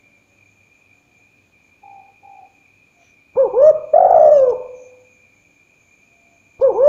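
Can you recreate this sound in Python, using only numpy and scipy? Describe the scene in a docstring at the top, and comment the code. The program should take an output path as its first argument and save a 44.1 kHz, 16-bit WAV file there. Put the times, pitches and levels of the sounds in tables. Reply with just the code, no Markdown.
"""A thin high whine trembles over quiet room noise, faint hums and a flickering sizzle, and falters early on.
Far birds call faintly as arching, lightly rolled tones. After soft puffs, a caged spotted dove coos close by:
a short arch, a rising note, then a long rolled note that smooths out as it falls, with faint high ticks.
The coos are near-pure tones with rough octave and buzz; they ring in a small bare room.
A hiss and more far calls follow; at the end the arch, the rise and soft puffs come again."""
import sys
import numpy as np
from scipy import signal
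from scipy.fft import rfft, irfft
from scipy.io import wavfile
from scipy.ndimage import uniform_filter1d, minimum_filter1d

SR = 44100
rng = np.random.default_rng(int(sys.argv[2]) if len(sys.argv) > 2 else 0)


def wrap_up_sound(samples):
    """Save the sound to the file named by the first command line argument, as 16-bit audio."""
    columns = np.atleast_2d(samples).T
    # keep every value between -1 and 1, then stretch to whole-number steps
    tamed = np.clip(columns, -1, 1)
    steps = np.round(tamed * 32767).astype(np.int16)
    wavfile.write(sys.argv[1], SR, steps)


N = 303408
TIME_S = np.arange(N) / SR
BINS_HZ = np.fft.rfftfreq(N, 1 / SR)

# background noise spectrum: freq_hz, relative_db_per_hz
FLOOR_SPECTRUM = [(25, -16), (50, -7.5), (100, 1), (135, -3.5), (200, -2), (330, -4), (500, -1), (800, -4),
                  (1400, -16.5), (2600, -17.5), (4200, -20.5), (5100, -25), (6800, -26.5), (7900, -33.5),
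                  (15500, -32.5)]
# steady hums: freq_hz, level_db
HUMS = [(101, -72), (286, -73)]
# high sizzle level: time_s, level_db
SIZZLE_LEVEL = [(0, -72), (1.3, -72.5), (1.5, -77), (4.5, -74), (4.95, -69.5), (6.3, -69.5), (6.88, -74)]
# high sizzle spectrum: freq_hz, relative_db_per_hz
SIZZLE_SPECTRUM = [(5300, -31), (6100, -13), (6520, 4), (6800, -8.5), (7050, 2.5), (7250, -7), (7500, -39)]
# slow sway of the whine, of which only the departures from the median are used: time_s, centre_hz
WHINE_SWAY = [(.26, 2314), (.33, 2407), (2.8, 2440), (3.15, 2361), (3.6, 2436), (4.7, 2447), (5.4, 2358),
              (6.1, 2417), (6.88, 2362)]
# narrow noise band around the whine: freq_hz, relative_db_per_hz
WHINE_SKIRT = [(2050, -42), (2200, -19), (2300, -11), (2370, -2.5), (2420, -1), (2470, 0.5), (2550, -13.5),
               (2610, -14), (2700, -40)]
# moments when the whine falters: time_s, half_width_s, change_db
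WHINE_DIPS = [(0.26, .04, -9.5), (0.553, 0.061, -2), (1.05, 0.071, -5), (1.5, 0.029, -16)]
# far calls at the source: start_s, length_s, start_pitch_hz, end_pitch_hz, level_db, attack_s
FAR_CALLS = [ (0, 0.4, 576, 560, -64, 0.039), (.76, 0.48, 708, 725, -62.5, 0.35),
             (1.827, 0.2, 792.6, 769.4, -41.5, 0.013), (2.229, .235, 798, 743.5, -43, 0.011),
             (2.925, .125, 705, 670, -54, .06), (5.64, .26, 675, 678, -67, 0.07),
             (5.98, 0.41, 679, 682, -56, 0.23), (6.38, .18, 668, 678, -63.5, .06), ]
# decay of the diffuse room sound: freq_hz, t60_s
ROOM_T60 = [(150, .8), (400, .6), (520, .6), (650, .72), (1000, .7), (1300, .66), (2500, .4), (7000, .25)]
# colour of the diffuse room sound: freq_hz, relative_db
ROOM_COLOUR = [(100, 4.5), (250, 13.5), (400, -7), (550, -9.5), (700, -4.5), (900, -1.5), (1080, 7),
               (1300, 1.5), (2000, -8.5), (7000, -7)]
# the dove's puffs, hisses and rustles: start_s, length_s, centre_hz, width_hz, level_db
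HISSES = [(2.976, 0.19, 6040, 800, -66.5), (2.98, 0.16, 2500, 3720, -64.5),
          (3.352, 0.022, 485, 1090, -34.5), (4.73, 0.2, 6380, 803, -59), (6.59, 0.019, 350, 1035, -37.5),
          (6.602, 0.041, 4210, 4250, -56), (6.72, .08, 6280, 455, -60)]
# short notes, one pitch arch each: start_s, rise_s, fall_s, start_hz, top_hz, end_hz, strength_db
SHORT_NOTES = [ (3.364, .038, .085, 404.8, 550.7, 329.8, -1), (3.533, 0.16, 0.022, 370.7, 630, 520, -0.5),
               (6.609, 0.0342, .095, 411, 553, 304.7, -.5), (6.737, 0.19, .029, 332.2, 628.2, 477.9, -0.9),
               ]
# long note: time_s, pitch_hz, strength_db, buzz_db_re_note
LONG_NOTE = [(3.93, 570, 0, -61.5), (3.971, 705, 0, -62.5), (4.052, 724, .5, -59), (4.09, 750, -2.5, -48.5),
             (4.13, 730, 3, -54.5), (4.216, 690, -1.4, -47.5), (4.326, 613, -0.5, -47),
             (4.405, 535, -1, -43), (4.458, 513, 0, -56.5), (4.507, 480, -2.5, -41),
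             (4.538, 410, -1, -63.5)]
# octave overtone at its own frequency: freq_hz, level_db
OCTAVE = [(680, -33.5), (780, -25.5), (850, -20.5), (930, -27), (1080, -34), (1260, -34.5), (1420, -33),
          (1540, -34.5)]
# roll strength: time_s, loudness_dip_share (over 1: dies, restarts in a weak afterbeat), pitch_dip_share
ROLL = [(3.942, .55, 0.088), (3.99, 1.085, .18), (4.095, 1.6, .21), (4.16, 0.63, .17), (4.29, .5, 0.1277),
        (4.315, 0.13, 0.0072)]
# roll speed: time_s, rate_hz
ROLL_RATE = [(3.942, 45.5), (4.04, 46.3), (4.1, 52), (4.16, 57), (4.22, 62), (4.29, 68)]
# instants when the voice catches: time_s, half_width_s, loudness_dip_share
CATCHES = [(3.614, .003, .7), (4.198, 0.01236, .5), (4.307, 0.0073, 0.61)]
# loudness the swollen throat gives each pitch: pitch_hz, level_db
THROAT = [(330, -35), (370, -23), (420, -22), (485, -13), (550, -9), (605, -6.5), (680, -2.5), (725, -4),
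          (770, -6.5)]
# third harmonic, passed by the throat in a narrow range: freq_hz, level_db_re_note
THIRD_HARMONIC = [(1150, -48.5), (1450, -40), (1650, -39.5), (1900, -41.5), (2050, -46), (2300, -57)]
# colour of the buzzing upper harmonics: freq_hz, relative_db
BUZZ_COLOUR = [(1800, -12), (2300, -6.5), (2800, -2), (3200, -12.5), (3700, -12), (4600, -12.5), (5300, -2),
               (5800, -6), (6450, 3), (7000, -10.5), (7450, -10), (8100, -31.5)]
# near walls: delay_s, gain_db
WALLS = [(.0115, -29.5), (.0205, -20), (.034, -18.5)]
# room modes: freq_hz, gain_db, t60_s
ROOM_MODES = [ (503, 1, 1.2), (748, -5, .85), (915, 8, .8), (590, -11, .7), (627, -13, .55), (672, -8, .75),
              (1172, -1, .65), ]
# high ticks in the long note: time_s, level_db
TICKS = [(3.973, -67.5), (4.114, -59.5), (4.214, -63), (4.313, -48)]

ATTACK_S, RELEASE_S = .008, .0031  # near notes


def amp(db):
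    """Decibels to gain."""
    return 10 ** (np.asarray(db) / 20)


def unit(x):
    """Scales to rms 1."""
    return x / np.sqrt(np.mean(x ** 2) + 1e-20)


def read(points, hz):
    """Reads a table on a log-frequency axis."""
    f, value = np.transpose(points)
    return np.interp(np.log(hz + 1), np.log(f + 1), value)


def curves(rows):
    """Each column of a table as a curve over the whole time."""
    s, *columns = np.transpose(rows)
    return [np.interp(TIME_S, s, column) for column in columns]


def sounding(start_s, end_s, attack_s, release_s):
    """Linear attack, hold and release of one note."""
    attack = np.clip((TIME_S - start_s) / attack_s, 0, 1)
    return attack * np.clip((end_s - TIME_S) / release_s, 0, 1)


def bump(centre_s, half_width_s):
    """Bell curve in time, peak 1."""
    return np.exp(-((TIME_S - centre_s) / half_width_s) ** 2)


def noise(gain):
    """Noise of rms 1 with the given gain at each frequency."""
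    return unit(irfft(rfft(rng.standard_normal(N)) * gain, N))


def band_noise(points):
    """Noise with a tabled spectrum and nothing outside it."""
    inside = (BINS_HZ > points[0][0]) * (BINS_HZ < points[-1][0])
    return noise(amp(read(points, BINS_HZ)) * inside)


def drift(hz):
    """Random movement of rms 1, rolled off above a rate."""
    return noise(1 / (1 + (BINS_HZ / hz) ** 4))


def angle(hz):
    """Running phase of a frequency curve, in radians."""
    return 2 * np.pi * np.cumsum(hz) / SR


def background(floor_db=-59.5, flicker_db=2, flicker_hz=6, hum_width_hz=3):
    """Shaped room noise, narrow noise hums and a high noise band of flickering level."""
    floor = amp(floor_db) * noise(amp(read(FLOOR_SPECTRUM, BINS_HZ)))
    hums = sum(amp(db) * noise(1 / (1 + ((BINS_HZ - hz) / hum_width_hz) ** 2)) for hz, db in HUMS)
    sizzle_db = curves(SIZZLE_LEVEL)[0] + flicker_db * drift(flicker_hz)
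    return floor + hums + amp(sizzle_db) * band_noise(SIZZLE_SPECTRUM)


def whine(near):
    """A wavering high line inside a noise band that sways in pitch; both sink under the loudest coos."""
    level_db, line_db, fuzz_db, flicker_db, sink_db = -57.5, -5, -.5, .86, -12
    line_hz, wander_hz = 2398, 26
    sway_share, waver_share, line_flicker = .7, .002, .21
    centre_hz = curves(WHINE_SWAY)[0] + wander_hz * drift(8)
    shift = np.exp(1j * angle(sway_share * (centre_hz - np.median(centre_hz))))
    fuzz = (signal.hilbert(band_noise(WHINE_SKIRT)) * shift).real
    line = np.sqrt(2) * np.sin(angle(line_hz * (1 + waver_share * drift(8.1))))
    line *= 1 + line_flicker * drift(19)
    coo_power = signal.fftconvolve(near ** 2, np.ones(2400) / 2400)[:N]  # mean of the last 54 ms
    dips_db = sum(db * bump(s, half_width_s) for s, half_width_s, db in WHINE_DIPS)
    level = amp(level_db + dips_db + flicker_db * drift(8.9)) / (1 + coo_power / amp(sink_db) ** 2)
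    return level * (amp(line_db) * line + amp(fuzz_db) * fuzz)


def far_bird():
    """Rolled gliding notes, dulled to a bare tone by distance; the faint ones are smoother."""
    beats_hz, beat_depth, beat_scatter = 50, .68, .17
    swing_share, wander_share, arch_hz, release_s = .022, .008, 15, .017
    beats = np.cos(angle(beats_hz * (1 + beat_scatter * drift(6.7))))
    bend = swing_share * beats + wander_share * drift(40)
    out = np.zeros(N)
    for start_s, length_s, start_hz, end_hz, db, attack_s in FAR_CALLS:
        u = np.clip((TIME_S - start_s) / length_s, 0, 1)
        effort = np.clip((db + 61.5) / 15, .1, 1)
        hz = start_hz + (end_hz - start_hz) * u + arch_hz * effort * np.sin(np.pi * u)
        tone = np.sqrt(2) * np.sin(angle(hz * (1 + effort * bend)))
        envelope = sounding(start_s, start_s + length_s, attack_s, release_s)
        out += amp(db) * envelope * (1 + beat_depth * effort * beats) * tone
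    return out


def diffuse(x, build_s=.035):
    """Dense echoes as decaying noise: they build up, then die at a rate set for each frequency."""
    hz, t, z = signal.stft(rng.standard_normal(SR), SR, nperseg=256)
    z = z * amp(-60 * t / np.maximum(read(ROOM_T60, hz), .05)[:, None])
    z = z * (1 - np.exp(-(t / build_s) ** 2)) * amp(read(ROOM_COLOUR, hz))[:, None]
    tail = signal.istft(z, SR, nperseg=256)[1]
    in_voice = (BINS_HZ > 450) & (BINS_HZ < 800)
    tail /= np.sqrt(np.mean(abs(rfft(tail, N)[in_voice]) ** 2))  # rms gain 1 in the voice band
    return signal.fftconvolve(x, tail)[:N]


def hisses():
    """Short puffs of band noise that swell and fade almost evenly."""
    out = np.zeros(N)
    for start_s, length_s, hz, width_hz, db in HISSES:
        u = np.clip((TIME_S - start_s) / length_s, 0, 1)
        band = 1 / (1 + (2 * (BINS_HZ - hz) / width_hz) ** 4)
        out += amp(db) * np.sin(np.pi * u ** .91) * noise(band)
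    return out


def phrases():
    """All the dove's notes as curves of pitch, strength, buzz and octave overtone."""
    rise_curve, fall_curve = 1.9, 1.55  # roundness of the arch, 1 = straight
    pressed_buzz_db, pressed_hz, buzz_db_per_hz = -46, 627, .17  # short notes buzz more when higher
    long_octave_db = -4  # the long note is purer
    hz, long_db, buzz_db = curves(LONG_NOTE)
    on = amp(long_db) * sounding(LONG_NOTE[0][0], LONG_NOTE[-1][0], ATTACK_S, RELEASE_S)
    purity_db = long_octave_db * (on > 0)
    for start_s, rise_s, fall_s, start_hz, top_hz, end_hz, db in SHORT_NOTES:
        top_s = start_s + rise_s
        note = sounding(start_s, top_s + fall_s, ATTACK_S, RELEASE_S)
        before = np.clip((top_s - TIME_S) / rise_s, 0, 1)
        after = np.clip((TIME_S - top_s) / fall_s, 0, 1)
        arch_hz = top_hz - (top_hz - start_hz) * before ** rise_curve
        arch_hz -= (top_hz - end_hz) * after ** fall_curve
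        hz = np.where(note > 0, arch_hz, hz)
        buzz_db = np.where(note > 0, pressed_buzz_db + buzz_db_per_hz * (arch_hz - pressed_hz), buzz_db)
        on = on + amp(db) * note
    return hz, on, buzz_db, read(OCTAVE, 2 * hz) + purity_db


def roll():
    """The voice opens and shuts, and pitch arches with every beat: factors on loudness and pitch."""
    lag_rad, squareness, narrow = .5, 2.2, .2
    unevenness, pitch_scatter, catch_sag_share = .39, .07, .081
    rolling = (TIME_S > LONG_NOTE[0][0]) * (TIME_S < LONG_NOTE[-1][0])
    depth, swing = (np.clip(c, 0, 2) * rolling for c in curves(ROLL))
    beat = angle(curves(ROLL_RATE)[0])
    beat -= np.interp(ROLL_RATE[0][0], TIME_S, beat)  # starts open
    shut = .5 - .5 * np.tanh(squareness * (np.cos(beat) - narrow)) / np.tanh(squareness)
    loud = (1 - depth * shut) * (1 + unevenness * depth * drift(47))
    bend = 1 - swing * (.5 - .5 * np.cos(beat - lag_rad) + pitch_scatter * drift(120))
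    for s, half_width_s, dip in CATCHES:
        catch = bump(s, half_width_s)
        loud = loud * (1 - dip * catch)
        bend = bend * (1 - catch_sag_share * catch)
    return loud, bend


def coo(pitch_hz, on, buzz_db, octave_db, throb, bend):
    """A nearly pure tone from the swollen throat, with weak rough overtones and a faint buzz when pressed."""
    jitter, octave_rasp, buzz_rasp, shimmer_depth = .00091, .4, .35, .045
    even_db, buzz_bend, crest = -7, .2, .8
    echo_s, echo_gain = .0021, .71
    live = on > 0
    level_db = read(THROAT, pitch_hz[live])
    hz = (pitch_hz * bend * (1 + jitter * drift(90)))[live]
    phase = angle(hz)
    octave = np.sin(2 * phase + octave_rasp * drift(130)[live]) * (1 + octave_rasp * drift(190)[live])
    tone = np.sin(phase) + amp(read(THIRD_HARMONIC, 3 * hz)) * np.sin(3 * phase)
    # the buzz follows the roll's bends only in part
    buzz_hz = (pitch_hz * bend ** buzz_bend)[live]
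    buzz_phase = angle(buzz_hz * (1 + jitter * drift(90)[live]))
    buzz = 0
    for k in range(4, 19):
        # near-symmetric vibration: odd harmonics stand out
        harmonic_db = read(BUZZ_COLOUR, k * buzz_hz) + even_db * (k % 2 == 0)
        buzz = buzz + amp(harmonic_db) * np.sin(k * buzz_phase)
    buzz *= np.clip(throb[live], 1e-3, 1) ** crest  # beat crests buzz most
    # a close reflection makes gliding overtones come and go
    buzz += echo_gain * np.interp(TIME_S[live] - echo_s, TIME_S[live], buzz, left=0)
    tone += amp(buzz_db[live]) * buzz * (1 + buzz_rasp * drift(150)[live])
    out = np.zeros(N)
    # the rough octave carries on between the beats of the roll
    out[live] = np.sqrt(2) * amp(level_db) * tone * throb[live] + amp(octave_db[live]) * octave
    return out * on * (1 + shimmer_depth * drift(110))


def dove(low_noise_db=-42.5, low_noise_hz=380, follow=.52, air_db=-58, air_hz=2000):
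    """The coos, with low noise and a little hiss that follow their strength."""
    voice = coo(*phrases(), *roll())
    strength = np.sqrt(abs(uniform_filter1d(voice ** 2, size=400)))
    low_noise = amp(low_noise_db) * noise(1 / np.hypot(1, BINS_HZ / low_noise_hz) ** 2)
    air = amp(air_db) * noise(1 / np.hypot(1, BINS_HZ / air_hz) ** 2)
    return voice + strength ** follow * low_noise + strength * air


def room(x, wet_db=-14):
    """Direct sound, near-wall delays, ringing modes as complex one-pole resonators, and the diffuse tail."""
    out = x + amp(wet_db) * diffuse(x)
    for delay_s, db in WALLS:
        out += amp(db) * np.interp(TIME_S - delay_s, TIME_S, x, left=0)
    for hz, db, t60_s in ROOM_MODES:
        r = np.exp(-np.log(1000) / (t60_s * SR))
        pole = r * np.exp(2j * np.pi * hz / SR)
        out += 2 * amp(db) * signal.lfilter([1 - r], [1, -pole], x + 1e-15).imag
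    return out


def ticks(centre_hz=12000, width_hz=3200, decay_s=.001):
    """Tiny bright noise clicks that die at once."""
    envelope = sum(amp(db) * (TIME_S >= s) * np.exp(-abs(TIME_S - s) / decay_s) for s, db in TICKS)
    return envelope * noise(1 / (1 + (2 * (BINS_HZ - centre_hz) / width_hz) ** 4))


def suppress(x, threshold_db=-54, knee_db=3, depth_db=-6.5):
    """A noise suppressor turns the midrange down when it is quiet, which cuts tails short."""
    band = signal.butter(4, [370, 1130], "bandpass", fs=SR, output="sos")
    mid = signal.sosfiltfilt(band, x)
    power_db = 10 * np.log10(abs(uniform_filter1d(mid ** 2, size=1800)) + 1e-12)
    closed = .5 - .5 * np.tanh((power_db - threshold_db) / knee_db)
    return x + mid * (amp(depth_db * closed) - 1)


def limit(x, ceiling=.87):
    """A smooth limiter holds the loudest beats just under full scale."""
    headroom = np.minimum(1, ceiling / (abs(x) + 1e-9))
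    gain = minimum_filter1d(headroom, size=600)
    return x * uniform_filter1d(uniform_filter1d(gain, size=300), size=300)


def scene(far_direct_db=-2, far_wet_db=-11):
    """The steady sounds, the far birds and the near dove in its room."""
    near = room(dove())
    far = far_bird()
    far = amp(far_direct_db) * far + amp(far_wet_db) * diffuse(far)
    return (background() + whine(near) + far + hisses() + near + ticks())[None]


def record(dry, edge_hz=15600):
    """Noise suppressor, limiter and low-pass band limit."""
    band_limit = signal.firwin(511, edge_hz, window=("kaiser", 9), fs=SR)
    return signal.oaconvolve(limit(suppress(dry[0])), band_limit, "same")[None]


dry = scene()
out = record(dry)
wrap_up_sound(out)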